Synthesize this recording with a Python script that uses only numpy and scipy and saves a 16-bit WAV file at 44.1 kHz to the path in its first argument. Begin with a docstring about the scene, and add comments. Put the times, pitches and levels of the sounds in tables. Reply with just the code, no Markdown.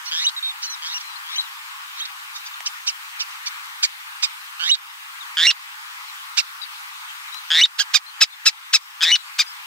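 """Small terns over a sandy beach

Small terns give short arched kips, rasps that break up into whistles, and thin far peeps.
Each voice is a stack of partials plus rushing air, shaped by a throat; short noise bursts make ticks.
Distant surf is shaped noise that hisses almost evenly; scattered echoes follow the birds and ticks.
A camera with two close microphone ports widens the stereo image, cuts the bass
and turns its gain down after loud calls."""
import sys
import numpy as np
from scipy import signal
from scipy.io import wavfile
from scipy.ndimage import uniform_filter1d

SR = 44100
rng = np.random.default_rng(int(sys.argv[2]) if len(sys.argv) > 2 else 0)


def put_to_file(sound):
    """Save the sound as 16-bit audio at rate SR, in the file named by the first command-line argument."""
    columns = np.atleast_2d(sound).T  # one column per channel
    safe = np.clip(columns, -1, 1)
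    whole_steps = np.round(safe * 32767)
    wavfile.write(sys.argv[1], SR, whole_steps.astype(np.int16))


N = 426006
EDGE_HZ = 15750  # top of the camera's band


def amp(db):
    """Turns dB into a gain."""
    return 10 ** (np.asarray(db) / 20)


def evened(x):
    """Scales a signal to rms 1."""
    return x / np.sqrt(np.mean(abs(x) ** 2) + 1e-20)


def read(points, hz):
    """Reads a spectrum table, joining its points by straight lines over log frequency."""
    f, value = np.transpose(points)
    return np.interp(np.log(hz + 1), np.log(f + 1), value)


def add(mix, s, sound):
    """Mixes a stereo sound in at s seconds."""
    part = mix[:, round(s * SR):][:, :sound.shape[1]]
    part += sound[:, :part.shape[1]]


def wander(length, size):
    """Smooth random complex signal of rms 1; a larger size (samples) wanders more slowly."""
    a, b = uniform_filter1d(uniform_filter1d(rng.standard_normal((2, length)), size), size)
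    return evened(a + 1j * b)


def surf():
    """Surf and microphone hiss: random short-time spectra with drifting patches and a slow swell."""
    # Relative hiss spectrum: frequency_hz, level_db (per Hz)
    hiss_shape = [(300, -5), (530, -20.5), (700, -30.5), (850, -5.5), (1150, 2.5), (1700, -0.5),
                  (2500, -1.5), (4000, -7), (6000, -13.5), (9300, -15.5), (9900, -18.5), (13000, -17.5),
                  (16000, -18.5)]
    # How alike the two ports' hiss is: frequency_hz, likeness (-1 to 1)
    likeness = [(500, 0.94), (1400, -0.51), (3000, -0.56), (4800, -0.22), (6200, 0.089), (10300, -0.0069),
                (15000, 0.21)]
    # Hiss balance between the ports: frequency_hz, left_over_right_db
    balance = [(60, 3.5), (240, -10), (950, 2), (3770, 2.5), (15000, -1.5)]
    hiss_db = -35  # rms of both ports together
    hop = 128  # samples between spectra
    frames, hz = N // hop + 5, np.fft.rfftfreq(512, 1 / SR)
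    a, b, c, d, patches = rng.standard_normal((frames, 257, 5)).T
    patches = uniform_filter1d(patches, size=6, axis=0)
    patches = evened(uniform_filter1d(patches, size=24, axis=1))

    t = np.arange(frames) * hop / SR
    swell = 0
    for f in np.geomspace(.2, 4, num=20):
        swell = swell + np.sin(2 * np.pi * (f * t + rng.random())) / np.sqrt(f)
    swell_db = 0.69 * evened(swell) / (1 + hz[:, None] / 5000)  # fades toward the treble

    same = np.clip(read(likeness, hz), -1, 1)[:, None]
    left, other = a + 1j * b, c + 1j * d
    spectra = np.array([left, same * left + np.sqrt(1 - same ** 2) * other])
    spectra *= amp(read(hiss_shape, hz)[:, None] + 1.6 * patches + swell_db)
    spectra *= amp(np.multiply.outer([.5, -.5], read(balance, hz)))[:, :, None]
    noise = signal.istft(spectra, nperseg=512, noverlap=512 - hop)[1][:, :N]
    return amp(hiss_db) * evened(noise)


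def sand(x):
    """Scattered echoes from ground and driftwood, falling 60 dB in 50 ms."""
    t = np.arange(3000) / SR
    scattered = rng.standard_normal((2, 3000)) * (rng.random((2, 3000)) < .1)
    taps = scattered * amp(-60 * t / .05) * (t > .001)
    return signal.oaconvolve(x, taps / np.linalg.norm(taps[0]), axes=1)[:, :N]


def tick(s, db, pan_db):
    """A brief burst of noise that dies away, with its treble softened."""
    burst = rng.standard_normal(300) * np.exp(-np.arange(300) / (.0015 * SR))
    return s, amp(db) * amp([[pan_db / 2], [-pan_db / 2]]) * uniform_filter1d(burst, size=4)


def ports(hz, pan_db, phase):
    """Left and right port gains: mid plus and minus a boosted side, whose delay part grows with pitch."""
    ratio = amp(-pan_db) * np.exp(-1j * np.clip(phase, -3.05, 3.05))  # right over left at 4 kHz
    side = (1 - ratio) / (1 + ratio)
    here = side.real + 1j * side.imag * hz / 4000
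    return np.array([1 + here, 1 - here]) / np.sqrt(1 + abs(side) ** 2)


def syrinx(hz, db, shape, throat, place, odd_db=0, rough=.15, air_db=-30):
    """A bird's voice: partials through the throat, smeared by turbulence, plus a broad rush of air."""
    # Far birds: ground bounce thins low partials, air dulls the treble: frequency_hz, gain_db
    far_tone = [(1500, -6), (3000, -5), (4200, -1), (6000, 2), (7500, -12), (12000, -20)]
    hz = hz * (1 + 0.011 * wander(len(hz), size=60).real)
    far = np.clip((-14 - np.max(db)) / 12, 0, 1)  # fainter birds are farther away
    turns, tone, power = np.cumsum(hz) / SR, 0, 0
    for k in range(1, 13):
        partial_hz = k * hz
        gain_db = read(throat, partial_hz) + far * read(far_tone, partial_hz) + odd_db * (k % 2)
        gain = amp(gain_db) * (partial_hz < EDGE_HZ)
        smear = 1 + rough * (1 + .5 * far) * np.sqrt(k) * wander(len(hz), size=16)
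        wave = np.exp(1j * (2 * np.pi * k * turns + 2.0 * rng.standard_normal()))
        tone = tone - ports(partial_hz, *place) * gain * smear * wave
        power = power + gain ** 2 / 2
    air_band = signal.butter(1, [1300, 7000], "band", fs=SR)
    rush = signal.lfilter(*air_band, wander(len(hz), size=1))
    air = amp(air_db) * ports(4000, *place)[:, None] * rush
    return (tone / np.sqrt(power.mean()) + air).real * amp(db) * shape


def whistle(s, length, from_hz, to_hz, from_db, to_db, pan_db, phase, droops=True):
    """A nearly clean, slightly arched glide that can droop as it stops; low notes are husky."""
    # Throat and beak for whistles: frequency_hz, gain_db
    whistle_throat = [(1000, 0), (1700, -6.5), (2900, 1.5), (3800, 9), (5800, -7.5), (7500, -16),
                      (9000, -28), (15000, -68)]
    u = np.linspace(0, 1, round(length * SR))
    arch = 0.0188 * np.sin(np.pi * u)
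    droop = droops * 0.13 * np.exp((u - 1) * length / 0.0031)
    hz = (from_hz + (to_hz - from_hz) * u) * (1 + arch - droop)
    edge = np.clip(np.minimum(u, 1 - u) * length / .002, 0, 1)  # 2 ms fades
    shape = edge * amp(1.2 * wander(len(u), size=200).real)
    husky = to_hz < 2000
    level_db = from_db + (to_db - from_db) * u
    return s, syrinx(hz, level_db, shape, whistle_throat, (pan_db, phase),
                     rough=0.13 + 0.19 * husky, air_db=-28 + 11.8 * husky)


def peep(s, length, from_hz, to_hz, db, pan_db):
    """One faint whistle from a distant bird, losing 2 dB along the way."""
    return whistle(s, length, from_hz, to_hz, db, db - 2, pan_db, phase=-2.86)


def rasp(s, length, from_hz, to_hz, from_db, to_db, pan_db, phase, rate):
    """A slow flutter chops the tone into pulses, which widen and merge into a pitch wobble with effort."""
    # Throat and beak for rasps: frequency_hz, gain_db
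    rasp_throat = [(1000, 26), (1700, -5.5), (2900, 7), (3800, 3), (5300, -11.5), (7500, -18.5),
                   (9000, -34), (15000, -104)]
    bend = 1.8  # power of time by which the pitch climbs
    u = np.linspace(0, 1, round(length * SR))
    flutter_hz = rate * (1 + .025 * wander(len(u), size=300).real)
    cycle = 2 * np.pi * np.cumsum(flutter_hz) / SR
    opening = -np.cos(cycle) - .6 + 2.1 * u ** 1.3  # the valve is open while positive
    uneven = amp(2. * wander(len(u), size=150).real)
    edge = np.clip(np.minimum(u, 1 - u) * length / .002, 0, 1)  # 2 ms fades
    pulses = uneven * (.06 + 1 / (1 + np.exp(-opening / .2))) * edge
    wobble = (.035 + .07 * u ** 2) * np.sin(cycle + .3)
    hz = (from_hz + (to_hz - from_hz) * u ** bend) * (1 + wobble)
    level_db = from_db + (to_db - from_db) * u
    return s, syrinx(hz, level_db, pulses, rasp_throat, (pan_db, phase), rough=.19, air_db=-15)


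def long_call(s, pan_db, phase, rasp_s, rasp_hz, rasp_db, low_s, low_hz, low_db, high_s, high_hz, high_db):
    """The rasp jumps up to one or two clear notes and ends in a short husky drop."""
    overlap_s = .003  # the rasp and notes ring on into the next part
    goes_on = high_s > .005  # a high note follows, so the low note climbs more
    low_to_hz = low_hz + (306 if goes_on else 92)
    drop_db = low_db - 5.5
    place = (pan_db, phase)
    parts = [rasp(0, rasp_s + overlap_s, rasp_hz, 2147, rasp_db, low_db - 4.5, *place, rate=166),
             whistle(rasp_s, low_s + overlap_s, low_hz, low_to_hz, low_db, low_db - 5, *place,
                     droops=not goes_on),
             whistle(rasp_s + low_s + high_s, 0.012, 2220, 1340, drop_db, drop_db - 5, *place)]
    if goes_on:
        parts.append(whistle(rasp_s + low_s, high_s + overlap_s, high_hz, high_hz + 131,
                             high_db, high_db - 8, *place))
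    call = np.zeros((2, SR // 2))
    for part in parts:
        add(call, *part)
    return s, call


def kip(s, db, pan_db, phase, top_hz, length, odd_db):
    """A steep rising lead-in breaks to a lower pitch that arches over; odd partials change at the top."""
    # Throat and beak for kips: frequency_hz, gain_db
    kip_throat = [(1000, -14), (1300, -14.5), (1650, 0.5), (2600, -1.5), (3900, 2), (5300, 1), (6500, -9),
                  (7800, -12.5), (9500, -61), (15000, -29)]
    lead_s, place = .018, (pan_db, phase)
    high = top_hz > 1400  # high kips climb far after the break
    break_hz = top_hz * (.78 if high else 0.96)
    rise_s = length * (0.368 if high else 0.272)
    fall_s = length - rise_s

    lead_db = -1 + .2 * db  # over the arch; the lead-in stands out more in louder kips
    t = np.arange(-lead_s, 0, 1 / SR)
    lead_hz = break_hz * np.maximum(1.5 + 76 * t, .5)
    lead_level_db = db + lead_db - 62 * (t / lead_s) ** 2
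    lead_edge = np.clip(-t / 0.00042, 0, 1) * np.clip((t + lead_s) / 0.0041, 0, 1)
    lead_in = syrinx(lead_hz, lead_level_db, lead_edge, kip_throat, place, rough=.3, air_db=-8)

    t = np.arange(0, rise_s + fall_s + 0.009, 1 / SR)
    up, down = np.clip(t / rise_s, 0, 1), np.clip((t - rise_s) / fall_s, 0, 2)
    pointed = odd_db < -8  # these climb late and drop at once
    climb = up ** 1.5 if pointed else np.sin(np.pi / 2 * up)
    drop = np.minimum(down, 1.2) ** (1.2 if pointed else 2.4)
    hz = (break_hz + (top_hz - break_hz) * climb) * (1 - (.44 if pointed else .36) * drop)
    level_db = db + (.3 * lead_db - 2) * (1 - up) ** 1.5 - 24 * down ** 2
    odd_now_db = odd_db * up ** 3 * np.clip(1 - down ** 2, 0, 1)
    arch = syrinx(hz, level_db, np.clip(t / .0004, 0, 1), kip_throat, place, odd_now_db,
                  rough=.13, air_db=-11)
    return s - lead_s, np.hstack([lead_in, arch])


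def scene():
    """All birds and ticks with their echoes over the hiss."""
    # In these tables, levels come before the camera's gain control.
    # Short ticks nearby: start_s, level_db, left_over_right_db
    tick_rows = [(2.605, -17, 3), (5.353, -26, -2), (7.345, -21, 2)]
    # Thin far peeps: start_s, length_s, from_hz, to_hz, start_level_db, left_over_right_db
    peep_rows = [(.138, 0.052, 5700, 5350, -33, -4), (0.363, 0.035, 3890, 3650, -26.5, -2),
                 (0.426, 0.094, 3740, 3610, -25.5, -1), (.665, 0.089, 4170, 3920, -32.5, 3.5),
                 (0.697, 0.052, 5970, 5570, -33.5, -5), (1.027, 0.13, 4110, 3840, -42.5, 13),
                 (1.157, .018, 4050, 4400, -36, 6), (1.419, 0.051, 4080, 3700, -41, 13),
                 (2.535, .016, 3580, 3600, -35, 1.5), (5.206, 0.035, 3830, 3250, -36.5, 17),
                 (6.083, .028, 3980, 3900, -41.5, 7), (6.615, 0.029, 3920, 3830, -27.5, 16),
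                 (6.618, 0.039, 4700, 4550, -36, 11), (6.723, 0.069, 4200, 4130, -50, 21),
                 (7.08, .041, 3110, 3184, -42, 4), (8.818, .05, 5300, 5300, -46, 6),
                 (6.977, 0.0204, 3500, 3450, -84, 14), (7.28, 0.017, 3880, 3720, -40, 10),
                 (7.323, 0.073, 3790, 4100, -36, 12), (8.062, 0.043, 4070, 4240, -35.5, 14),
                 (8.3, 0.065, 3970, 4150, -42, 12), (8.325, .027, 3590, 3600, -36, 12),
                 (9.187, 0.034, 3840, 3960, -40, 17), (9.253, .05, 4600, 4700, -50, 0),
                 (9.35, .032, 4400, 4500, -45, -1), (9.463, .06, 4890, 5150, -40, 4)]
    # Long calls: start_s, left_over_right_db, phase_rad, then for the rasp, low note and high note
    # in turn: length_s, start_pitch_hz, start_level_db (a high note under 5 ms is left out)
    long_call_rows = [(0.112, -1, -2.5, 0.13, 1624, -19.5, 0.023, 2750, -18, 0.023, 3715, -13.5),
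                      (0.821, 0.5, -2.5, .118, 1620, -27, 0.038, 2776, -25, 0, 0, 0),
                      (1.239, 3, 5, 0.12, 1580, -40, 0.023, 2890, -24, 0.026, 3876, -16.5),
                      (1.9, -2.5, -2.5, .1, 1670, -63, 0.015, 3050, -23.5, 0.036, 3680, -26.5),
                      (4.594, -4.5, -2.5, .1, 1455, -22.5, 0.0183, 2760, -12.5, .032, 3716, -4.5),
                      (5.368, -3, 0.79, 0.1, 1627, -15, 0.036, 2748, -3.5, 0.00076, 0, 0),
                      (7.502, 0.5, 0.23, 0.11, 1663, -14, 0.023, 2760, -7, 0.015, 3652, 0.5),
                      (9.006, 3, 0.46, 0.11, 1670, -15, .038, 2867, -8, 0.000047, 0, 0)]
    # Kips: pitch_break_s, level_db, left_over_right_db, phase_rad, top_hz, arch_length_s,
    # odd_partials_at_top_db
    kip_rows = [(0.057, -29, -6, -2.5, 1460, 0.06, 0), (0.628, -25, -2.5, -2.5, 1520, 0.051, -8),
                (0.859, -29.5, -4, -2.5, 1141, 0.037, -9), (1.007, -32, -3, -2.5, 1160, .017, 1),
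                (2.352, -31.5, -5, -3, 1243, 0.037, 7.5), (2.46, -31.5, 1, 2, 1220, 0.028, -3.5),
                (2.666, -16.5, -2.5, -2.5, 1590, 0.018, -38), (2.875, -15.5, -2.5, -2.5, 1524, .034, -37),
                (3.204, -18, -4.5, -3, 1517, 0.029, -19.5), (3.307, -42, 10, 1.5, 1280, .02, 4.5),
                (3.468, -20.5, -3, -2.5, 1176, 0.021, -1), (3.8365, -9.5, -2, -2.5, 1238, .026, -11),
                (4.233, -12.5, -5.5, -2.5, 1257, 0.03, -5), (6.38, -8.5, -8, -2, 1446, 0.033, -9.5),
                (7.795, -8.5, -5.5, 1.43, 1660, 0.035, -5), (7.949, 1, -8, 1.02, 1248, 0.03, -1),
                (8.2193, 4, 0.5, 1.23, 1314, 0.026, -2), (8.4674, 2, 1, 1.49, 1340, .03, -6),
                (8.7422, 1, 1.5, 1.55, 1310, 0.03, -1.5), (9.031, -8.5, 1, 0.15, 1275, 0.027, -5),
                (9.395, -8.5, 2, 0.5, 1231, 0.033, -3.5)]
    birds = np.zeros((2, N))
    voices = ((tick, tick_rows), (peep, peep_rows), (long_call, long_call_rows), (kip, kip_rows))
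    for voice, rows in voices:
        for row in rows:
            add(birds, *voice(*row))
    return birds + amp(-13) * sand(birds) + surf()


def record(dry):
    """The camera: bass cut, gain control with quick fall and exponential recovery, clipping, band limit."""
    bass_cut = signal.butter(10, 680, "high", fs=SR, output="sos")
    cut = signal.sosfilt(bass_cut, dry)
    threshold_db, recovery_s, strength = -11.0, 0.21, 0.65
    louder_port = (cut ** 2).max(0)
    power_db = 10 * np.log10(abs(uniform_filter1d(louder_port, size=300)) + 1e-12)
    over_db = np.maximum(power_db - threshold_db, 1e-3)
    recovery = np.arange(N) / SR / recovery_s
    # Hold each excess and let it shrink exponentially until a larger one comes
    held_db = np.exp(np.maximum.accumulate(np.log(over_db) + recovery) - recovery)
    gain_drop_db = strength * uniform_filter1d(held_db, size=300, origin=-100)
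    ducked = np.clip(cut / amp(gain_drop_db), -1, 1)
    band_limit = signal.firwin(511, EDGE_HZ, window=("kaiser", 9), fs=SR)
    return signal.oaconvolve(ducked, band_limit[None], "same")


dry = scene()
out = record(dry)
put_to_file(out)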